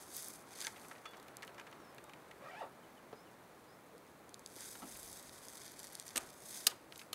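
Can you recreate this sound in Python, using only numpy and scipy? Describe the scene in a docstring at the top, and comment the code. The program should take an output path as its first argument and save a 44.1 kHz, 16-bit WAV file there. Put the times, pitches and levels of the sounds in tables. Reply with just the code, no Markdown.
"""Twigs rustle and tick close by as bare trees are pruned on a mountain meadow: bark slips on bark.
A few metres off, branches knock together and the steel shears ring once; something squeaks up and
slides down. Near the end dry sticks snap, fibre bundle by fibre bundle, and a freed twig swishes away.
Behind lie the rush of the valley and a few faint birds; the open ground returns only a thin echo."""
import sys
import numpy as np
from scipy import signal
from scipy.fft import rfft, irfft, next_fast_len
from scipy.io import wavfile
from scipy.ndimage import uniform_filter1d

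SR = 44100
rng = np.random.default_rng(int(sys.argv[2]) if len(sys.argv) > 2 else 0)


def dump_mix(stems):
    """Bounce the given channels to the path in sys.argv[1] as a 16-bit WAV at rate SR."""
    frames = np.atleast_2d(stems).T  # one column per channel
    limited = np.clip(frames, -1, 1)  # hard clip at full scale
    pcm = np.round(limited * 32767).astype(np.int16)
    wavfile.write(sys.argv[1], SR, pcm)


N = 314874
T = np.arange(N) / SR


# Bending modes of a dry stick: f/Hz, width/Hz, level/dB
STICK_MODES = [(2880, 75, -13), (3780, 400, -4.5), (4280, 200, 0), (4880, 160, -19), (5500, 120, -5),
               (6500, 490, -2.5), (8750, 810, -5), (10000, 350, -8), (11400, 280, -11)]
def wood_ring(x, modes=STICK_MODES):
    """Bending resonances of dry wood, driven by x."""
    return sum(undb(db) * signal.lfilter(*signal.iirpeak(hz, hz / width_hz, fs=SR), x)
               for hz, width_hz, db in modes)


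# Low modes of the thick stem behind the break: f/Hz, width/Hz, level/dB
STEM_MODES = [(330, 66, -2.5), (640, 50, -1.5), (1233, 45, 5)]
# Bare crack spectrum: f/Hz, level/dB
CRACK_SPECTRUM = [(80, -55), (250, 7.5), (600, -12.5), (1200, -4), (2000, 3), (2900, 3), (3700, -2),
                  (4800, 0), (7200, -1), (9000, -2), (12000, 2), (16000, -7)]
# Bark, outer fibres, core, last splinters: offset/break time, relative level/dB, decay/break time
FIBRES = [(-.45, -13, 0.74), (0, 0, 1.6), (.6, -1, .12), (0.971, -3.5, 1.6)]
# Breaking sticks: t/s, level/dB, break time/s, tilt/(dB/oct), splinter f/Hz
SNAPS = [(6.1588, -30, 0.0036, -4.5, 8700), (6.1704, -31.5, 0.0011, 0.5, 7000),
         (6.1769, -27, 0.0021, -2, 8600), (6.6684, -16.5, .0028, 1.5, 4820),
         (7.1302, -33.5, 0.0027, -0.5, 3140)]
def snaps(splinter_db=13, ring_db=7, shudder_db=-30, stem_db=-23):
    """Each bundle of fibres parts with a spike and a short tearing burst, which rings the stick."""
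    out = np.zeros(N)
    for start_s, snap_db, break_s, tilt_db_per_oct, splinter_hz in SNAPS:
        for offset, fibre_db, decay in FIBRES:
            at_s, db = start_s + offset * break_s, snap_db + fibre_db
            tear = 0.159 * burst(decay * break_s)
            tear[0] = 1  # the spike
            splinter = undb(splinter_db) * band(tear, splinter_hz, 1.06, order=1)
            ring = undb(ring_db) * wood_ring(tear)
            crack = colour(tear + splinter + ring, CRACK_SPECTRUM, tilt_db_per_oct)
            add(out, at_s, hit(crack, db))
            # the thick stem shudders on, and grows less with the force
            shudder = band(burst(decay_s=0.012), hz=560, ratio=1.77)
            add(out, at_s, hit(shudder, 0.58 * db + shudder_db))
        stem_ring = wood_ring(signal.unit_impulse(SR // 8), STEM_MODES)
        add(out, start_s, hit(stem_ring, 0.53 * snap_db + stem_db))
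    return out


# Pushes and pulls: peak t/s, level/dB, rise/s, fall/s, thin-tip share/0-1, grain size spread/dB
DRAGS = [(.03, -59, 0.073, 0.043, 1, 2), (.2, -49, 0.11, 0.15, 1, 0), (.62, -49.5, 0.091, 0.086, 0, 7),
         (.85, -63, 0.4, 0.15, 1, -2), (4.66, -51, 0.12, 0.17, 0.66, 4), (5.01, -53.5, 0.18, 0.26, 1, 5),
         (5.22, -61.5, 0.1, 0.32, 0, 3), (5.6, -55, 0.27, 0.17, 0.5, 7), (5.695, -53.5, 0.048, 0.025, 0, 8),
         (5.815, -53, 0.031, 0.073, 0.2, 12.5), (6.1, -57, 0.44, 0.38, 0.43, 11.5),
         (6.56, -47.5, 0.12, 0.11, 0.98, 2), (6.992, -62.5, 0.079, 0.076, 0.8, -8)]
def drags(rest_db=-75.5):
    """Brushwood dragged over itself: gain, then thin-tip share and grain spread weighted by power."""
    power = np.array([(undb(db) * swell(at_s, rise_s, fall_s)) ** 2
                      for at_s, db, rise_s, fall_s, _, _ in DRAGS]) + 1e-18
    total = power.sum(axis=0)
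    thin_share, spread_db = np.array(DRAGS)[:, -2:].T @ power / total
    gain = np.sqrt(total + undb(rest_db) ** 2)  # the crown never quite comes to rest
    return gain, thin_share, spread_db


# Brushwood spectrum: f/Hz, level/dB
BRUSH_SPECTRUM = [(600, -17.5), (1400, 4), (2000, 1), (2750, -5), (3500, -1.5), (4700, 0), (6300, 0.5),
                  (7300, -1), (9000, 0), (11500, -4), (14000, -11), (16000, -16)]
def rustle(grains_per_s=1700, scratch_s=0.00051, hiss_db=-3, flutter_db=2, ring_db=-6, clump_db=1.5):
    """Thousands of tiny slips of bark on bark, a few much larger than the rest."""
    gain, thin_share, spread_db = drags()
    sizes = undb(spread_db * np.minimum(rng.exponential(size=N), 2.8))
    onsets = (rng.random(N) < grains_per_s / SR) * sizes
    grains = signal.fftconvolve(onsets, np.exp(-T[:256] / scratch_s))[:N] * rng.standard_normal(N)
    grains /= np.sqrt(uniform_filter1d(grains ** 2, SR // 8) + 1e-9)
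    slips = grains + undb(hiss_db + flutter_db * wander(45)) * rng.standard_normal(N)
    slips += undb(ring_db) * wood_ring(slips)
    slips *= undb(clump_db * wander(110))  # twigs catch and let go
    thin_share = np.clip(thin_share + 0.15 * wander(25), 0, 1)
    stems = unit(colour(slips, BRUSH_SPECTRUM))
    tips = unit(colour(slips, BRUSH_SPECTRUM, tilt_db_per_oct=4.5))
    return gain * ((1 - thin_share) * stems + thin_share * tips)


# Thin twig contacts: t/s, level before lift/dB, centre f/Hz
TICKS = [(0.166, -36, 9900), (.225, -44, 9000), (0.284, -39, 9100), (0.6056, -39, 5300),
         (0.6142, -38, 5470), (0.6687, -35, 4960), (.884, -49.5, 9500), (1.369, -43, 7500),
         (1.947, -57, 9500), (2.041, -52, 7540), (3.98, -57.5, 7300), (4.2928, -52.5, 6900),
         (4.3427, -42, 5250), (4.3937, -51.5, 7500), (4.4613, -40.5, 5800), (4.4737, -53, 7500),
         (4.563, -45.5, 7260), (4.607, -41.5, 7600), (4.973, -47, 9200), (5.03, -45.5, 7470),
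         (5.129, -44, 8500), (5.227, -50, 8500), (5.294, -49, 4000), (5.4842, -43.5, 7300),
         (5.719, -48, 8400), (5.793, -43.5, 7360), (5.8701, -45.5, 6900), (5.931, -48, 10000),
         (5.9527, -38.5, 6460), (5.998, -37.5, 6450), (6.08, -43, 5970), (6.09, -45, 5300),
         (6.978, -47, 8150)]
def ticks(rise_s=0.00022, decay_s=0.00055, ring_db=-9, lift_db=1):
    """Tiny bright contacts between twigs, each with a slightly softened attack."""
    out = np.zeros(N)
    for at_s, db, hz in TICKS:
        touch = burst(decay_s) * attack(rise_s)
        tick = band(touch + undb(ring_db) * wood_ring(touch), hz, 1.53)
        add(out, at_s, hit(tick, db + lift_db))
    return out


# Thicker branches colliding: t/s, level/dB, centre f/Hz, decay/s
KNOCKS = [(.646, -38, 3800, 0.0042), (.668, -33, 1850, 0.0056), (.76, -47, 2000, 0.0083),
          (0.912, -41, 1430, 0.0051), (1.0545, -39.5, 1710, 0.0087), (1.422, -43.5, 2695, 0.0046),
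          (1.428, -37.5, 1650, 0.0064), (1.477, -45, 2080, 0.0029), (1.5781, -41, 1330, 0.016),
          (1.597, -41, 1680, 0.0032), (1.666, -45.5, 1390, 0.0067), (1.981, -44.5, 1900, 0.0041),
          (2.093, -47, 1500, .005), (2.134, -46, 2010, 0.0028), (2.311, -45, 1870, 0.0041),
          (3.128, -43, 620, 0.011), (4.752, -43.5, 1580, 0.003), (4.82, -38, 640, 0.032),
          (4.954, -48, 2000, .005), (6.9234, -42.5, 2490, 0.0014), (6.957, -45.5, 4630, 0.003),
          (6.992, -42.5, 3660, 0.0047), (7.0144, -44, 2180, 0.0035)]
def knocks(cracks_per_s=1500, rise_s=0.00079, scrape_db=-13):
    """Each knock is a run of tiny cracks with a soft attack and a wider, fainter band of scraping."""
    out = np.zeros(N)
    for at_s, db, hz, decay_s in KNOCKS:
        cracks = 0.6 + 2 * (rng.random(4096) < cracks_per_s / SR)
        push = cracks * burst(decay_s) * attack(rise_s)
        scrape = undb(scrape_db) * band(push, hz, 4.7)
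        add(out, at_s, hit(band(push, hz, 1.72) + scrape, db))
    return out


def thud(at_s=3.1323, push_s=0.00034, peak_db=-39):
    """A padded blow pushes the air out and back once, with no ring."""
    u = (T - at_s) / push_s
    return -undb(peak_db) * u * np.exp((1 - u ** 2) / 2)


# Bumped stems and the clack of the shears: t/s, f/Hz, level/dB, decay/s
SHORT_RINGS = [(0.646, 1674, -42, 0.0093), (.647, 6200, -39, 0.0065), (.669, 903, -49.5, 0.015),
               (1.055, 1215, -43.5, 0.0085), (3.126, 417, -48, 0.015), (3.941, 476, -49.5, 0.025),
               (4.564, 337, -38, 0.0053), (4.821, 259, -42.5, 0.03)]
def short_rings():
    """Each bump or clack rings one damped, slightly unsteady mode."""
    out, t = np.zeros(N), T[:SR // 4]
    drift_rad = wander(150)
    for at_s, hz, db, decay_s in SHORT_RINGS:
        phase = 2 * np.pi * hz * t + drift_rad[int(at_s * SR):][:len(t)]
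        envelope = attack(2 / hz, len(t)) * np.exp(-t / decay_s)
        add(out, at_s, undb(db) * envelope * np.sin(phase))
    return out


# Spells of stray contacts: start/s, end/s, count, level/dB, centre f/Hz
STRAY_SPELLS = [(0.718, 1.758, 20, -49.5, 1380), (0.751, 1.745, 14, -56.5, 6030)]
def stray_twigs(decay_cycles=6.6, scatter_db=4, scatter_oct=0.5):
    """Twigs swinging back touch at random; the thick, low ones sound longer."""
    out = np.zeros(N)
    for start_s, end_s, count, db, hz in STRAY_SPELLS:
        for place, size, pitch in rng.uniform(-1, 1, (count, 3)):
            at_s = (start_s + end_s + place * (end_s - start_s)) / 2
            touch = band(burst(decay_cycles / hz), hz * 2 ** (scatter_oct * pitch), 2)
            add(out, at_s, hit(touch, db + scatter_db * size))
    return out


# Blade modes: f/Hz, relative level/dB, t60/s
BLADE_MODES = [(2830, -10, 0.36), (3430, 2, 0.44), (4460, -10, 0.51)]
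def shears(at_s=1.056, level_db=-58.5, detune=0.0017):
    """Two steel blades ring on after closing, unsteady and slightly out of tune."""
    out, t = np.zeros(N), T[:SR // 2]
    for pitch, gain in ((1, 1), (1 + detune, 0.5)):
        for hz, db, t60_s in BLADE_MODES:
            phase = 2 * np.pi * hz * pitch * t + 0.5 * wander(200)[:len(t)]
            add(out, at_s, gain * undb(level_db + db - 60 * t / t60_s) * np.sin(phase))
    return out


SLIP_S, SLIP_HZ = 2.607, 922  # top of the squeak
# Squeak harmonics from the fundamental up: level/dB
SQUEAK_HARMONICS = [0.5, -0.5, -3.5, -11.5]
def squeak_climb(start_s=2.36, start_hz=440, level_db=-54.5, rise_s=0.08, fade_s=0.044, rub_db=-14):
    """A rough tone with rubbing noise climbs as strain grows; uneven cycles blur its harmonics."""
    climb = np.clip((T - start_s) / (SLIP_S - start_s), 0, 1)
    hz = start_hz * (SLIP_HZ / start_hz) ** climb
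    roughness = 1 - 0.49 * climb
    phase = phase_of(hz * (1 + 0.0597 * roughness * wander(250)))
    tone = np.zeros(N)
    for k, db in enumerate(SQUEAK_HARMONICS):
        flicker = 1 + roughness * wander(400)
        tone += undb(db) * flicker * np.sin((k + 1) * phase + 0.5 * k * wander(130))
    rubbing = undb(rub_db) * swept_noise(2.66 * hz, width_oct=1.2)
    onset = np.clip((T - start_s) / rise_s, 0, 1) ** 2
    fade = np.exp(-(np.maximum(T - SLIP_S, 0) / fade_s) ** 2)
    return undb(level_db) * onset * fade * (unit(tone) + rubbing)


def squeak_release(end_hz=189.7, body_hz=650, level_db=-45, rise_s=0.006, fall_s=0.046):
    """The squeak lets go: a tone dives, its harmonics sink through one broad resonance, it ends rough."""
    hz = dive(SLIP_S, SLIP_HZ, end_hz, oct_per_s=40)
    phase = phase_of(hz * (1 + 0.093 * end_hz / hz * wander(400)))
    harmonics = np.arange(1, 9)[:, None]
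    gains = bell(harmonics * hz, body_hz, width_oct=0.69)
    partials = gains * np.sin(harmonics * phase + rng.uniform(0, 2 * np.pi, harmonics.shape))
    tone = partials.sum(axis=0) / np.sqrt((gains ** 2).sum(axis=0) / 2)
    return undb(level_db) * tone * swell(SLIP_S + rise_s, rise_s, fall_s)


def twig_swish(at_s=6.706, gain_db=-55):
    """Air noise round a freed twig, lower as it slows."""
    hz = dive(at_s, start_hz=6170, end_hz=404, oct_per_s=130)
    return undb(gain_db) * swept_noise(hz, width_oct=0.85) * swell(at_s, rise_s=0.016, fall_s=0.032)


# Far chirps: t/s, length/s, start f/Hz, end f/Hz, level/dB
CHIRPS = [(1.772, 0.18, 5680, 4980, -73.5), (2.0, 0.14, 3650, 3820, -74), (2.823, 0.035, 3250, 2820, -69),
          (2.963, 0.037, 3250, 2700, -68), (3.128, 0.14, 4880, 5470, -73), (3.253, 0.051, 3150, 2620, -69),
          (3.65, 0.13, 4770, 5450, -74)]
def birds():
    """Thin whistled glides from far away, made uneven by moving air."""
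    out = np.zeros(N)
    drift = 1 + 0.003 * wander(120)
    flutter = undb(2 * wander(70))
    for at_s, length_s, start_hz, end_hz, db in CHIRPS:
        first, size = int(at_s * SR), int(length_s * SR)
        hz = np.linspace(start_hz, end_hz, size) * drift[first:first + size]
        envelope = np.sqrt(np.hanning(size)) * flutter[first:first + size]
        add(out, at_s, undb(db) * envelope * np.sin(phase_of(hz)))
    return out


# Spectrum of the valley's rush: f/Hz, level/dB
VALLEY_SPECTRUM = [(15, -60), (25, -31), (123, -3.5), (335, -2), (591, -4.5), (1070, -9.5), (2410, -17.5),
                   (2760, -21.5), (3250, -22), (4250, -22), (4610, -25.5), (5000, -27), (5730, -27),
                   (16000, -28)]
# Two gusts, then a brief low rush after the first snaps:
# peak t/s, half length/s, added mid lift/dB, rumble level/dB
BACKGROUND_SWELLS = [(1.35, 1.6, 4.5, -90), (5.11, 0.4, 1.5, -71), (6.22, 0.065, 7.5, -69.5)]
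def valley(rush_db=-60.5, calm_lift_db=2, calm_rumble_db=-85):
    """A distant rush over a faint wind rumble; each swell lifts the mids and the rumble."""
    rush = undb(rush_db) * unit(colour(rng.standard_normal(N), VALLEY_SPECTRUM))
    mids = band(rush, hz=1260, ratio=1.81, order=1)
    mid_db, rumble_gain = calm_lift_db, undb(calm_rumble_db)
    for at_s, half_s, lift_db, rumble_db in BACKGROUND_SWELLS:
        envelope = swell(at_s, half_s, half_s)
        mid_db += lift_db * envelope
        rumble_gain = np.hypot(rumble_gain, undb(rumble_db) * envelope)
    rumble = unit(band(rng.standard_normal(N), hz=60, ratio=1.58)) * undb(2 * wander(22.05))
    return rush + mids * (undb(mid_db) - 1) + rumble_gain * rumble


def near_reflection(x, mean_lag_s=0.000701, echo_db=-8.5, cutoff_hz=6860):
    """A close surface returns a dull, inverted copy; its notches shift as the brushwood moves."""
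    lag_s = mean_lag_s * (1 + 0.018 * wander(2.88))
    dull = signal.sosfilt(signal.butter(1, cutoff_hz, fs=SR, output="sos"), x)
    return x - undb(echo_db) * np.interp(T - lag_s, T, dull, left=0)


def meadow_echo(x, wet_db, t60_s):
    """Scatter from trunks and ground adds a thin, dull tail."""
    t = T[:SR // 2]
    tail = rng.standard_normal(len(t)) * undb(-60 * t / t60_s) * attack(0.00048, len(t))
    tail = colour(tail, [(200, 2), (1300, 11), (6000, -6), (15000, -8.5)])
    return x + undb(wet_db) * signal.fftconvolve(x, tail / np.sqrt(np.sum(tail ** 2)))[:N]


def undb(db):
    """Decibels to gain."""
    return 10 ** (np.asarray(db) / 20)


def unit(x):
    """Scale to rms 1."""
    return x / np.sqrt(np.mean(x ** 2))


def hit(x, db):
    """Scale to the energy of 1 ms at this level."""
    return undb(db) * x / np.sqrt(np.sum(x ** 2) * 1000 / SR)


def add(out, at_s, x):
    """Mix x into out from at_s."""
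    first = int(at_s * SR)
    out[first:first + len(x)] += x[:N - first]


def colour(x, points, tilt_db_per_oct=0):
    """Minimum-phase filter through (f/Hz, level/dB) points, tilted above 1024 Hz."""
    size = next_fast_len(len(x) // 2 + 1) * 2
    octave = np.log2(np.maximum(np.fft.rfftfreq(size, 1 / SR), 1))
    hz, db = np.transpose(points)
    db = np.interp(octave, np.log2(hz), db) + tilt_db_per_oct * np.maximum(octave - 10, 0)
    cepstrum = irfft(np.log(undb(db)))
    cepstrum[1:size // 2] *= 2
    cepstrum[size // 2 + 1:] = 0
    return irfft(rfft(x, size) * np.exp(rfft(cepstrum)))[:len(x)]


def band(x, hz, ratio, order=2):
    """Band-pass from hz / ratio to hz * ratio, capped below Nyquist."""
    edges_hz = [hz / ratio, min(hz * ratio, 0.45 * SR)]
    return signal.sosfilt(signal.butter(order, edges_hz, "band", fs=SR, output="sos"), x)


def bell(hz, centre_hz, width_oct):
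    """Gaussian weight over log frequency."""
    return np.exp(-0.5 * (np.log2(hz / centre_hz) / width_oct) ** 2)


def swept_noise(centre_hz, width_oct):
    """Noise in a band that follows centre_hz."""
    return sum(unit(band(rng.standard_normal(N), hz, 1.3)) * bell(hz, centre_hz, width_oct)
               for hz in 250 * 2 ** np.arange(0, 6, 2 / 3))


def burst(decay_s, size=4096):
    """Decaying noise: one contact or tear."""
    return rng.standard_normal(size) * np.exp(-T[:size] / decay_s)


def attack(rise_s, size=4096):
    """Exponential rise from 0 to 1."""
    return 1 - np.exp(-T[:size] / rise_s)


def swell(peak_s, rise_s, fall_s, roundness=1.66):
    """Envelope that reaches 1 at peak_s and dies away."""
    return np.exp(-np.abs((T - peak_s) / np.where(T < peak_s, rise_s, fall_s)) ** roundness)


def dive(at_s, start_hz, end_hz, oct_per_s):
    """Frequency that holds until at_s, then falls to end_hz."""
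    return np.maximum(start_hz * 2 ** (-oct_per_s * np.maximum(T - at_s, 0)), end_hz)


def phase_of(hz):
    """Running phase in radians."""
    return 2 * np.pi * np.cumsum(hz) / SR


def wander(rate_hz):
    """Smooth random curve, rms 1."""
    hold = int(SR / rate_hz)
    steps = np.repeat(rng.standard_normal(N // hold + 1), hold)
    return unit(uniform_filter1d(uniform_filter1d(steps, hold), hold)[:N])


def scene():
    """The snaps are almost dry; brushwood and farther sources carry louder, shorter echoes."""
    sticks = meadow_echo(snaps(), wet_db=-20, t60_s=0.3)
    brushwood = near_reflection(ticks() + rustle()) + twig_swish()
    near = meadow_echo(brushwood, wet_db=-17.5, t60_s=0.04)
    impacts = knocks() + thud() + stray_twigs() + short_rings()
    far = impacts + shears() + squeak_climb() + squeak_release() + birds()
    return (sticks + near + meadow_echo(far, wet_db=-14.5, t60_s=0.07) + valley())[None]


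def record(dry):
    """Steep low-pass at 15.7 kHz."""
    return signal.sosfilt(signal.ellip(10, 0.2, 70, 15700, fs=SR, output="sos"), dry)


dry = scene()
out = record(dry)
dump_mix(out)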